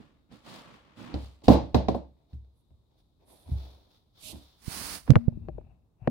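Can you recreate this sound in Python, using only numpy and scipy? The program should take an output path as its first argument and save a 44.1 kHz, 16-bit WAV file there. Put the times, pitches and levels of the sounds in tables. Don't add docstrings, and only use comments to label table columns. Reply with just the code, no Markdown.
import sys
import numpy as np
from scipy import signal
from scipy.fft import rfft, irfft, next_fast_len
from scipy.io import wavfile
from scipy.ndimage import uniform_filter1d

SR = 44100
rng = np.random.default_rng(int(sys.argv[2]) if len(sys.argv) > 2 else 0)


def file_out(sig):
    cols = np.atleast_2d(sig).T
    lim = np.clip(cols, -1, 1)
    pcm = np.round(lim * 32767).astype(np.int16)
    wavfile.write(sys.argv[1], SR, pcm)


N = 269010
T = np.arange(N) / SR
RING_T = np.arange(SR) / SR


def amp(db):
    return 10 ** (np.asarray(db) / 20)


def unit(x):
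    return x / np.sqrt(np.mean(x ** 2) + 1e-20)


def along(points, hz):
    freqs, values = np.transpose(points)
    return np.interp(np.log(hz + 1), np.log(freqs + 1), values)


def ports(balance_db):
    pair = amp(np.array([balance_db, -balance_db]).reshape(2, -1) / 2)
    return pair / np.sqrt(np.mean(pair ** 2, axis=0))


def add(track, s, sound):
    start = int(np.clip(round(s * SR), 0, N - 1))
    track[:, start:start + sound.shape[1]] += sound[:, :N - start]


def swell(rise):
    return 1 - np.exp(-RING_T / rise)


def stroke(s, rise, hold, fall, near=False):
    age = np.maximum(T - s - hold, 0)
    tail_db = -13 - 116.5 * age if near else -10.5 - 55 * age
    release = amp(np.maximum(-fall * age, tail_db))
    return np.exp(-(np.minimum(T - s, 0) / rise) ** 2) * release


def together(envelopes):
    return np.sqrt(sum(e ** 2 for e in envelopes))


# (frequency [Hz], correlation [1])
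PORT_COHERENCE = [(60, .93), (250, 0.42), (640, 0.44), (1400, 0.031), (15000, .03)]
def noise(spectrum, balance, size=N):
    m = next_fast_len(size)
    hz = np.fft.rfftfreq(m, 1 / SR)
    a, b = rfft(rng.standard_normal((2, m)))
    turn = np.arccos(np.clip(along(PORT_COHERENCE, hz), -1, 1)) / 2
    mid, side = a * np.cos(turn), b * np.sin(turn)
    pair = np.array([mid + side, mid - side]) * ports(along(balance, hz))
    return unit(irfft(pair * amp(along(spectrum, hz)), m)[:, :size])


def friction(spectrum, balance, grain_db):
    catches = unit(uniform_filter1d(rng.standard_normal(N), size=200))
    return unit(noise(spectrum, balance) * amp(grain_db * catches))


def ring(modes, age, balance, spread, sag=0):
    out = np.zeros((2, SR))
    clock = RING_T + sag * .03 * swell(0.027)
    for hz, db, t60 in modes:
        phase = spread * rng.standard_normal((2, 1))
        decay = amp(db + rng.normal(0, 1) - 60 * age / t60)
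        out += ports(along(balance, hz)) * decay * np.sin(2 * np.pi * hz * clock + phase)
    return out


# (frequency [Hz], spectral level [dB])
HOUSE_SPECTRUM = [(25, -3), (40, 1.5), (62, 1.5), (120, -4), (250, -12), (500, -20.5), (790, -25),
                  (1050, -26), (1600, -41), (3000, -42), (15500, -47.5)]
HISS_SPECTRUM = [(1500, -26.5), (2700, -18), (3700, 5), (4800, -6.5), (6500, -19), (10000, -20.5),
                 (15500, -17)]
# (time [s], level [dB])
HISS_LEVEL = [(0, -86), (5.1, -86.5), (5.4, -85), (6.1, -101)]
def room_tone():
    hiss_db = np.interp(T, *np.transpose(HISS_LEVEL))
    hiss = amp(hiss_db) * noise(HISS_SPECTRUM, [(4000, 7.0), (10000, -5.0)])
    return hiss + amp(-67) * noise(HOUSE_SPECTRUM, [(100, 0.014)])


# (frequency [Hz], balance [dB])
FAR_BALANCE = [(60, 2.5), (110, -8), (220, -12), (400, -1.5), (700, 2), (2400, 2), (6000, 0), (9500, -10),
               (14000, 2)]
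# (frequency [Hz], balance [dB])
NEAR_BALANCE = [(60, -13), (250, -9), (500, -3.5), (1300, 2.5), (2500, -9.5), (5500, -8), (9500, -21),
                (15000, -9.5)]
# (frequency [Hz], spectral level [dB])
DRAG_SPECTRUM = [(120, -7.5), (300, 5), (450, -0.5), (700, 1), (950, -3.5), (1400, -24), (2500, -17.5),
                 (4000, -43)]
SOCK_HISS_SPECTRUM = [(1200, -5.5), (1800, -13), (2800, -11.5), (3600, 2), (5500, -8.5), (7500, -23),
                      (12000, -21), (15500, -16)]
SWISH_SPECTRUM = [(5000, -13), (8000, -6), (9900, 7), (11000, 1), (13000, -2), (15500, -39)]
# (time [s], rise [s], hold [s], fall [dB/s], drag [dB], hiss [dB], swish [dB])
SOCK_SCUFFS = [(2.206, 0.048, .02, 120, -71.5, -92, -110), (2.325, 0.032, .01, 254, -68, -79, -105),
               (2.584, 0.032, .025, 451.5, -88.5, -95, -80.5), (2.92, .02, 0.045, 200, -77, -86.5, -110),
               (2.997, 0.023, .008, 500, -78.5, -78, -83), (3.207, .012, .03, 200, -68, -83, -105),
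               (3.314, .04, 0.024, 198.5, -60, -71.5, -61), (3.388, 0.043, 0.044, 200, -68, -72, -66.5),
               (3.496, 0.039, 0.034, 200, -58, -67.5, -69), (3.599, 0.053, 0.036, 59, -57.5, -62, -76.5),
               (3.923, 0.032, 0.037, 197.5, -86, -72, -85.5), (4.191, 0.036, 0.24, 54.5, -81, -64.5, -90.5),
               (4.307, 0.027, 0.032, 170, -56, -69.5, -83.5)]
def scuffing_socks():
    drag, hiss, swish = together(amp(levels_db)[:, None] * stroke(s, rise, hold, fall)
                                 for s, rise, hold, fall, *levels_db in SOCK_SCUFFS)
    soles = drag * friction(DRAG_SPECTRUM, FAR_BALANCE, grain_db=1.5)
    cloth = amp(3.5) * hiss * friction(SOCK_HISS_SPECTRUM, FAR_BALANCE, grain_db=1.5)
    fibres = amp(-2) * swish * friction(SWISH_SPECTRUM, NEAR_BALANCE, grain_db=0.5)
    return soles + cloth + fibres


# (frequency [Hz], spectral level [dB])
BRUSH_SPECTRUM = [(88, 2.5), (150, -3.5), (285, -2.5), (388, -26.5), (420, -20), (561, -21), (618, -2),
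                  (812, -29), (1600, -36), (2450, -7.5), (3690, -3), (6470, -10), (9730, -5.5),
                  (14600, -14.5), (15500, -26.5)]
SLIDE_SPECTRUM = [(24, -35), (40, -6.5), (63, 1), (96, -12.5), (129, -8), (247, -7), (509, -17), (838, -13),
                  (1350, -13), (2450, -15), (3560, -16), (4600, -10), (7340, -18.5), (9890, -11),
                  (12100, -23), (15500, -17)]
def near_sock():
    swing = amp(-43) * stroke(4.27, rise=0.046, hold=.048, fall=1000, near=True)
    glide = amp(-37) * stroke(4.7607, rise=0.085, hold=.2, fall=331, near=True)
    brush = swing * friction(BRUSH_SPECTRUM, NEAR_BALANCE, grain_db=1.0)
    slide = glide * friction(SLIDE_SPECTRUM, NEAR_BALANCE, grain_db=0.66)
    return brush + slide


# (frequency [Hz], spectral level [dB])
FINGER_SPECTRUM = [(200, -16.5), (600, 1), (1200, -8.5), (2200, -14), (3000, -21), (5000, -21.5),
                   (7000, -40.5), (15000, -37.5)]
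PALM_SPECTRUM = [(25, -7), (60, 7), (110, -3), (200, -11.5), (400, -25), (900, -69.5)]
SKIN_SPECTRUM = [(200, -10), (450, -2), (700, 5), (1200, -11), (2100, -19), (2650, -6.5), (3200, -33),
                 (6000, -42.5)]
# (time [s], rise [s], hold [s], palm [dB], skin [dB])
SQUEEZES = [(5.403, 0.25, 0.17, -43.5, -76), (5.617, 0.077, 0.11, -58, -75), (6.065, 0.046, .03, -50, -60)]
def hand_grip():
    pressure, rub = together(amp(levels_db)[:, None] * stroke(s, rise, hold, fall=130.5, near=True)
                             for s, rise, hold, *levels_db in SQUEEZES)
    grab = amp(-46.5) * stroke(5.08, rise=0.011, hold=0.011, fall=126, near=True)
    fingers = grab * friction(FINGER_SPECTRUM, [(700, -1.1)], grain_db=3)
    palm = amp(2) * pressure * noise(PALM_SPECTRUM, [(80, 3.9)])
    skin = amp(3.5) * rub * friction(SKIN_SPECTRUM, [(700, 4), (2600, 9.8)], grain_db=2.5)
    return fingers + palm + skin


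# (time [s], level [dB], frequency [Hz], rise [s], balance [dB])
CASE_PUSHES = [(4.68, -15, 111, 0.002, -27), (5.079, -25, 263, 0.019, -9.5),
               (5.0941, 1, 134.3, 0.0094, -24), (5.099, -2, 247, 0.0044, -34),
               (5.116, -1.5, 112, 0.0033, -10.5), (5.154, -7, 89.2, 0.011, -24),
               (5.16, 0, 120.4, 0.0036, 15), (5.2809, -2, 120, 0.0029, -19),
               (5.319, -27.5, 110, 0.0045, -18.5), (5.373, -20.5, 142, 0.0023, 31),
               (5.403, -34, 91, 0.012, 7), (5.482, -29, 147.5, 0.0093, 4.5),
               (5.549, -25.5, 80.8, 0.005, 15.5), (6.018, -30.5, 112.5, 0.0073, 14.5),
               (6.074, -12.5, 142.6, 0.0052, -16)]
def case_thuds():
    out = np.zeros((2, N))
    for s, db, hz, rise, balance_db in CASE_PUSHES:
        u = RING_T / rise
        pulse = amp(db - 4.5) * (u * np.exp(1 - u)) ** 2
        add(out, s, ports(balance_db) * pulse * np.sin(2 * np.pi * hz * RING_T))
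    return out


# (frequency [Hz], level [dB], T60 [s])
CASE_MODES = [(345, 3, 0.026), (500, 12, 0.013), (597, -9.5, 0.055), (774.5, -3, 0.02),
              (1060, -31.5, 0.0192)]
GRIPPED_MODES = [(234.6, 2.5, 0.77), (300, -8.5, 0.17)]
# (time [s], knock [dB], click [dB], crunch [dB], brightness [Hz], balance [dB])
FINGER_TAPS = [(5.078, -30, -46, -24.5, 890, -5), (5.1048, -21.5, -3.5, -27, 4730, -25),
               (5.115, -26.5, -26, -50, 4500, -6), (5.134, -28, -62, -32, 1560, 9),
               (5.1556, -17.5, 1, -8, 1560, -0.5), (5.1637, -17.5, -6.5, -20, 1020, 20),
               (5.168, -18.5, -25, -28, 1112, -12), (5.282, -25.5, -22.5, -32, 412, -12),
               (5.324, -40.5, -56, -56, 498, 19), (5.375, -53, -65.5, -56, 500, 15.5),
               (5.485, -24.5, -32, -27, 1005, 8.5), (5.49, -23.5, -48.5, -41.5, 650, 27),
               (5.5818, -25.5, -53, -31, 620, 17.5), (5.611, -44, -70, -42.5, 700, -9.5),
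               (6.0742, -9, -16, -10, 1102, 4)]
# (time [s], level [dB], balance [dB])
PHONE_HUMS = [(5.103, -20.5, 25), (6.076, -23, 3)]
def case_taps():
    out = np.zeros((2, N))
    for s, knock_db, click_db, crunch_db, bright_hz, balance_db in FINGER_TAPS:
        click = amp(click_db - 9) * np.exp(-.5 * (2 * np.pi * bright_hz * (RING_T - .0007)) ** 2)
        colour = [(bright_hz / 8, -3), (bright_hz / 2, 0), (bright_hz, -6),
                  (2 * bright_hz, -19), (4 * bright_hz, -36), (8 * bright_hz, -58)]
        skin = noise(colour, [(500, 0.025)], size=SR)
        crunch = amp(crunch_db - 60 * RING_T / 0.012) * swell(0.0011) * skin
        case = ring(CASE_MODES, RING_T, [(500, 0.01)], spread=0.79)
        knock = amp(knock_db - 3.5) * swell(0.0014) ** 2 * case
        add(out, s, ports(balance_db) * (click + crunch + knock))
    for s, db, balance_db in PHONE_HUMS:
        hum = swell(0.0011) * ring(GRIPPED_MODES, RING_T, [(500, 0)], spread=0.22)
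        add(out, s, amp(db - 5.5) * ports(balance_db) * hum)
    return out


# (frequency [Hz], T60 [s])
IMPACT_DECAY_TIMES = [(100, 0.45), (250, 0.3), (600, 0.27), (2500, 0.34), (6000, 0.3), (14000, 0.071)]
def burst(spectrum, chatter, direct_db, direct_t60):
    hz, t, bands = signal.stft(noise(spectrum, FAR_BALANCE, size=SR), SR, nperseg=256)
    fade = amp(-60 * np.maximum(t - chatter, 0) / along(IMPACT_DECAY_TIMES, hz)[:, None])
    tail = signal.istft(bands * fade, SR, nperseg=256)[1][:, :SR]
    return tail * (1 + amp(direct_db - 60 * RING_T / direct_t60))


# (frequency [Hz], level [dB], T60 [s])
FLOOR_MODES = [(65.54, -6.5, 0.47), (65.3, -7, .36), (103.8, -9.5, 0.29)]
THUMP_MODES = [(122, -1.5, 0.04), (216, -4, .05)]
PANEL_MODES = [(122, -5.5, 0.077), (188.8, -1, 0.19), (235.3, 2, 0.092), (269.3, -7, 0.14), (288, -2, 0.13),
               (324, -6.5, 0.25)]
KNOCK_MODES = [(421, 1, 0.037), (710, 5.5, 0.021), (1043, -12, 0.045)]
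BOARD_MODES = [(459, 0, 0.32), (471, -6.5, 0.33), (562, -3, 0.3362), (597, -1, 0.11), (665, -4, 0.27),
               (787, -6.5, 0.073), (865, -9, 0.39), (1020, -12.5, 0.089), (1074, -21.5, 0.45)]
# (frequency [Hz], spectral level [dB])
JOIST_SPECTRUM = [(25, -17.5), (50, -12), (72, 2.5), (110, -1.5), (170, -14), (300, -58)]
PANEL_SPECTRUM = [(80, -23), (130, -1.5), (190, -0.5), (300, 2), (420, -16), (800, -47)]
CLACK_SPECTRUM = [(150, -40.5), (300, -4), (450, -4.5), (570, 2), (740, -2.5), (900, -7.5), (1090, -14.5),
                  (1270, -23.5), (1600, -30), (2600, -64)]
CRACK_SPECTRUM = [(700, -40), (1400, 0), (2200, -1), (3100, -1), (4000, 4), (5200, -4), (7000, -14),
                  (10000, -25.5), (12500, -34), (15500, -37)]
def blow(boom_db, body_db, clack_db, crack_db, room_db, chatter):
    age = np.maximum(RING_T - chatter / 2, 0)
    floor = ring(FLOOR_MODES, age, FAR_BALANCE, spread=0.1, sag=.22)
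    floor += amp(-12.5) * burst(JOIST_SPECTRUM, chatter, direct_db=-13.5, direct_t60=0.14)
    boom = amp(boom_db + 5) * swell(0.003) ** 2 * floor

    thump = amp(8.5) * swell(0.0039) ** 2 * ring(THUMP_MODES, RING_T, FAR_BALANCE, spread=0.14)
    panels = ring(PANEL_MODES, age, FAR_BALANCE, spread=1.1)
    panels += amp(-6) * burst(PANEL_SPECTRUM, chatter, direct_db=-5.5, direct_t60=.04)
    body = amp(body_db + 1) * (thump + amp(room_db) * swell(0.0015) * panels)

    knock = amp(9) * swell(0.0016) ** 2 * ring(KNOCK_MODES, RING_T, FAR_BALANCE, spread=0.43)
    board = amp(-9) * ring(BOARD_MODES, age, FAR_BALANCE, spread=1.3)
    board += amp(-3.5) * burst(CLACK_SPECTRUM, chatter, direct_db=4.5, direct_t60=0.078)
    clack = amp(clack_db - 4) * (knock + amp(room_db) * swell(.003) * board)

    db_per_octave = np.clip(1.05 * (crack_db + 27), -17, 0)
    colour = [(hz, db + db_per_octave * np.log2(max(hz / 5500, 1))) for hz, db in CRACK_SPECTRUM]
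    contact = burst(colour, chatter, direct_db=17, direct_t60=0.02)
    crack = amp(crack_db - 7) * ports(-1.5) * swell(0.00053) * contact
    return boom + body + clack + crack


# (time [s], boom [dB], body [dB], slap [dB], room [dB])
SOFT_CONTACTS = [(0.314, -74, -57, -60, -1), (1.141, -29, -35, -37.5, 3), (1.419, -76.5, -69, -62.5, 6.5),
                 (1.438, -67.5, -44.5, -70, -3.5), (2.331, -36.5, -42.5, -62.5, -12.5),
                 (2.446, -70, -78, -74.5, -1.5), (2.705, -54.5, -78, -76, 5),
                 (3.462, -47.5, -64.5, -70, -5.5), (3.488, -47, -36, -66, -17),
                 (3.516, -24.5, -38, -64, -13), (4.33, -47.5, -44.5, -61, -1.5),
                 (4.356, -55, -44, -55, -6.5)]
def soft_contacts():
    out = np.zeros((2, N))
    for s, boom_db, body_db, slap_db, room_db in SOFT_CONTACTS:
        crack_db = slap_db - 10.5
        add(out, s, blow(boom_db, body_db, slap_db, crack_db, room_db, chatter=0.0069))
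    return out


# (frequency [Hz], spectral level [dB])
RUMBLE_SPECTRUM = [(60, -17.5), (120, -5.5), (190, -2), (300, -3), (420, -17.5), (800, -24), (1500, -62.5)]
TREAD_SPECTRUM = [(240, -35), (400, -5), (554, -3), (757, -8), (841, -3), (1160, -2.5), (1380, -5.5),
                  (1530, -8), (3220, -11.5), (9000, -35.5), (11700, -70.5), (19800, -120)]
DECK_RUB_SPECTRUM = [(240, -24.5), (400, -6), (432, -0.5), (726, 2), (1240, -9.5), (1400, -18), (3510, -3),
                     (4600, -4.5), (5820, -13.5), (9950, -17), (11200, -23), (15500, -23)]
# (time [s], hold [s], rumble [dB], tread [dB])
WHEEL_SPURTS = [(0.0, 0.011, -48.5, -64.5), (0.334, .015, -53, -63.5), (0.481, 0.11, -51, -55),
                (0.669, .08, -56, -59.5), (0.876, 0.088, -67.5, -67.5), (1.003, 0.13, -45.5, -55)]
# (time [s], rise [s], hold [s], level [dB])
DECK_RUBS = [(0.0, .01, .02, -80), (0.324, 0.011, .02, -70.5), (0.494, 0.041, .07, -60.5),
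             (.72, .05, .03, -76.5), (0.988, 0.02, .06, -66.5), (1.22, .05, .03, -65.5),
             (1.443, .005, .015, -59.5)]
def rolling_board():
    spin_up_s = 0.0284
    rumble = together(amp(db) * stroke(s, spin_up_s, hold, fall=280) for s, hold, db, _ in WHEEL_SPURTS)
    tread = together(amp(db) * stroke(s, spin_up_s, hold, fall=91) for s, hold, _, db in WHEEL_SPURTS)
    rub = together(amp(db) * stroke(s, rise, hold, fall=125) for s, rise, hold, db in DECK_RUBS)
    wheels = rumble * noise(RUMBLE_SPECTRUM, FAR_BALANCE)
    wheels += amp(2.5) * tread * friction(TREAD_SPECTRUM, FAR_BALANCE, grain_db=1.5)
    return wheels + amp(8) * rub * friction(DECK_RUB_SPECTRUM, FAR_BALANCE, grain_db=2.0)


# (time [s], level [dB], wheel chatter [s])
BOARD_IMPACTS = [(1.4817, -12, 0.055), (1.745, -14, .014), (1.884, -17.5, .002), (1.946, -26.5, 0.011)]
def clattering_board():
    full_blow_db, boom_slope, crack_slope = -12, 1.9, 1.7
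    out = np.zeros((2, N))
    for s, db, chatter in BOARD_IMPACTS:
        force_db = db - full_blow_db
        boom_db = full_blow_db - 9 + boom_slope * force_db
        body_db = db - 2
        crack_db = full_blow_db - 19.5 + crack_slope * force_db
        room_db = -6 + 85 * chatter
        add(out, s, blow(boom_db, body_db, db, crack_db, room_db, chatter))
    return out


def scene():
    background = room_tone()
    action = clattering_board() + soft_contacts() + rolling_board() + scuffing_socks() + near_sock()
    handling = case_thuds() + case_taps() + hand_grip()
    return background + action + handling


def record(dry):
    ceiling, low_cut_hz, top_hz = .93, 32, 15850
    clipped = dry / (1 + np.abs(dry / ceiling) ** 8) ** (1 / 8)
    m = next_fast_len(N + SR // 2)
    hz = np.fft.rfftfreq(m, 1 / SR)
    low_cut = hz ** 4 / (hz ** 4 + low_cut_hz ** 4)
    return irfft(rfft(clipped, m) * low_cut * (hz < top_hz), m)[:, :N]


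dry = scene()
out = record(dry)
file_out(out)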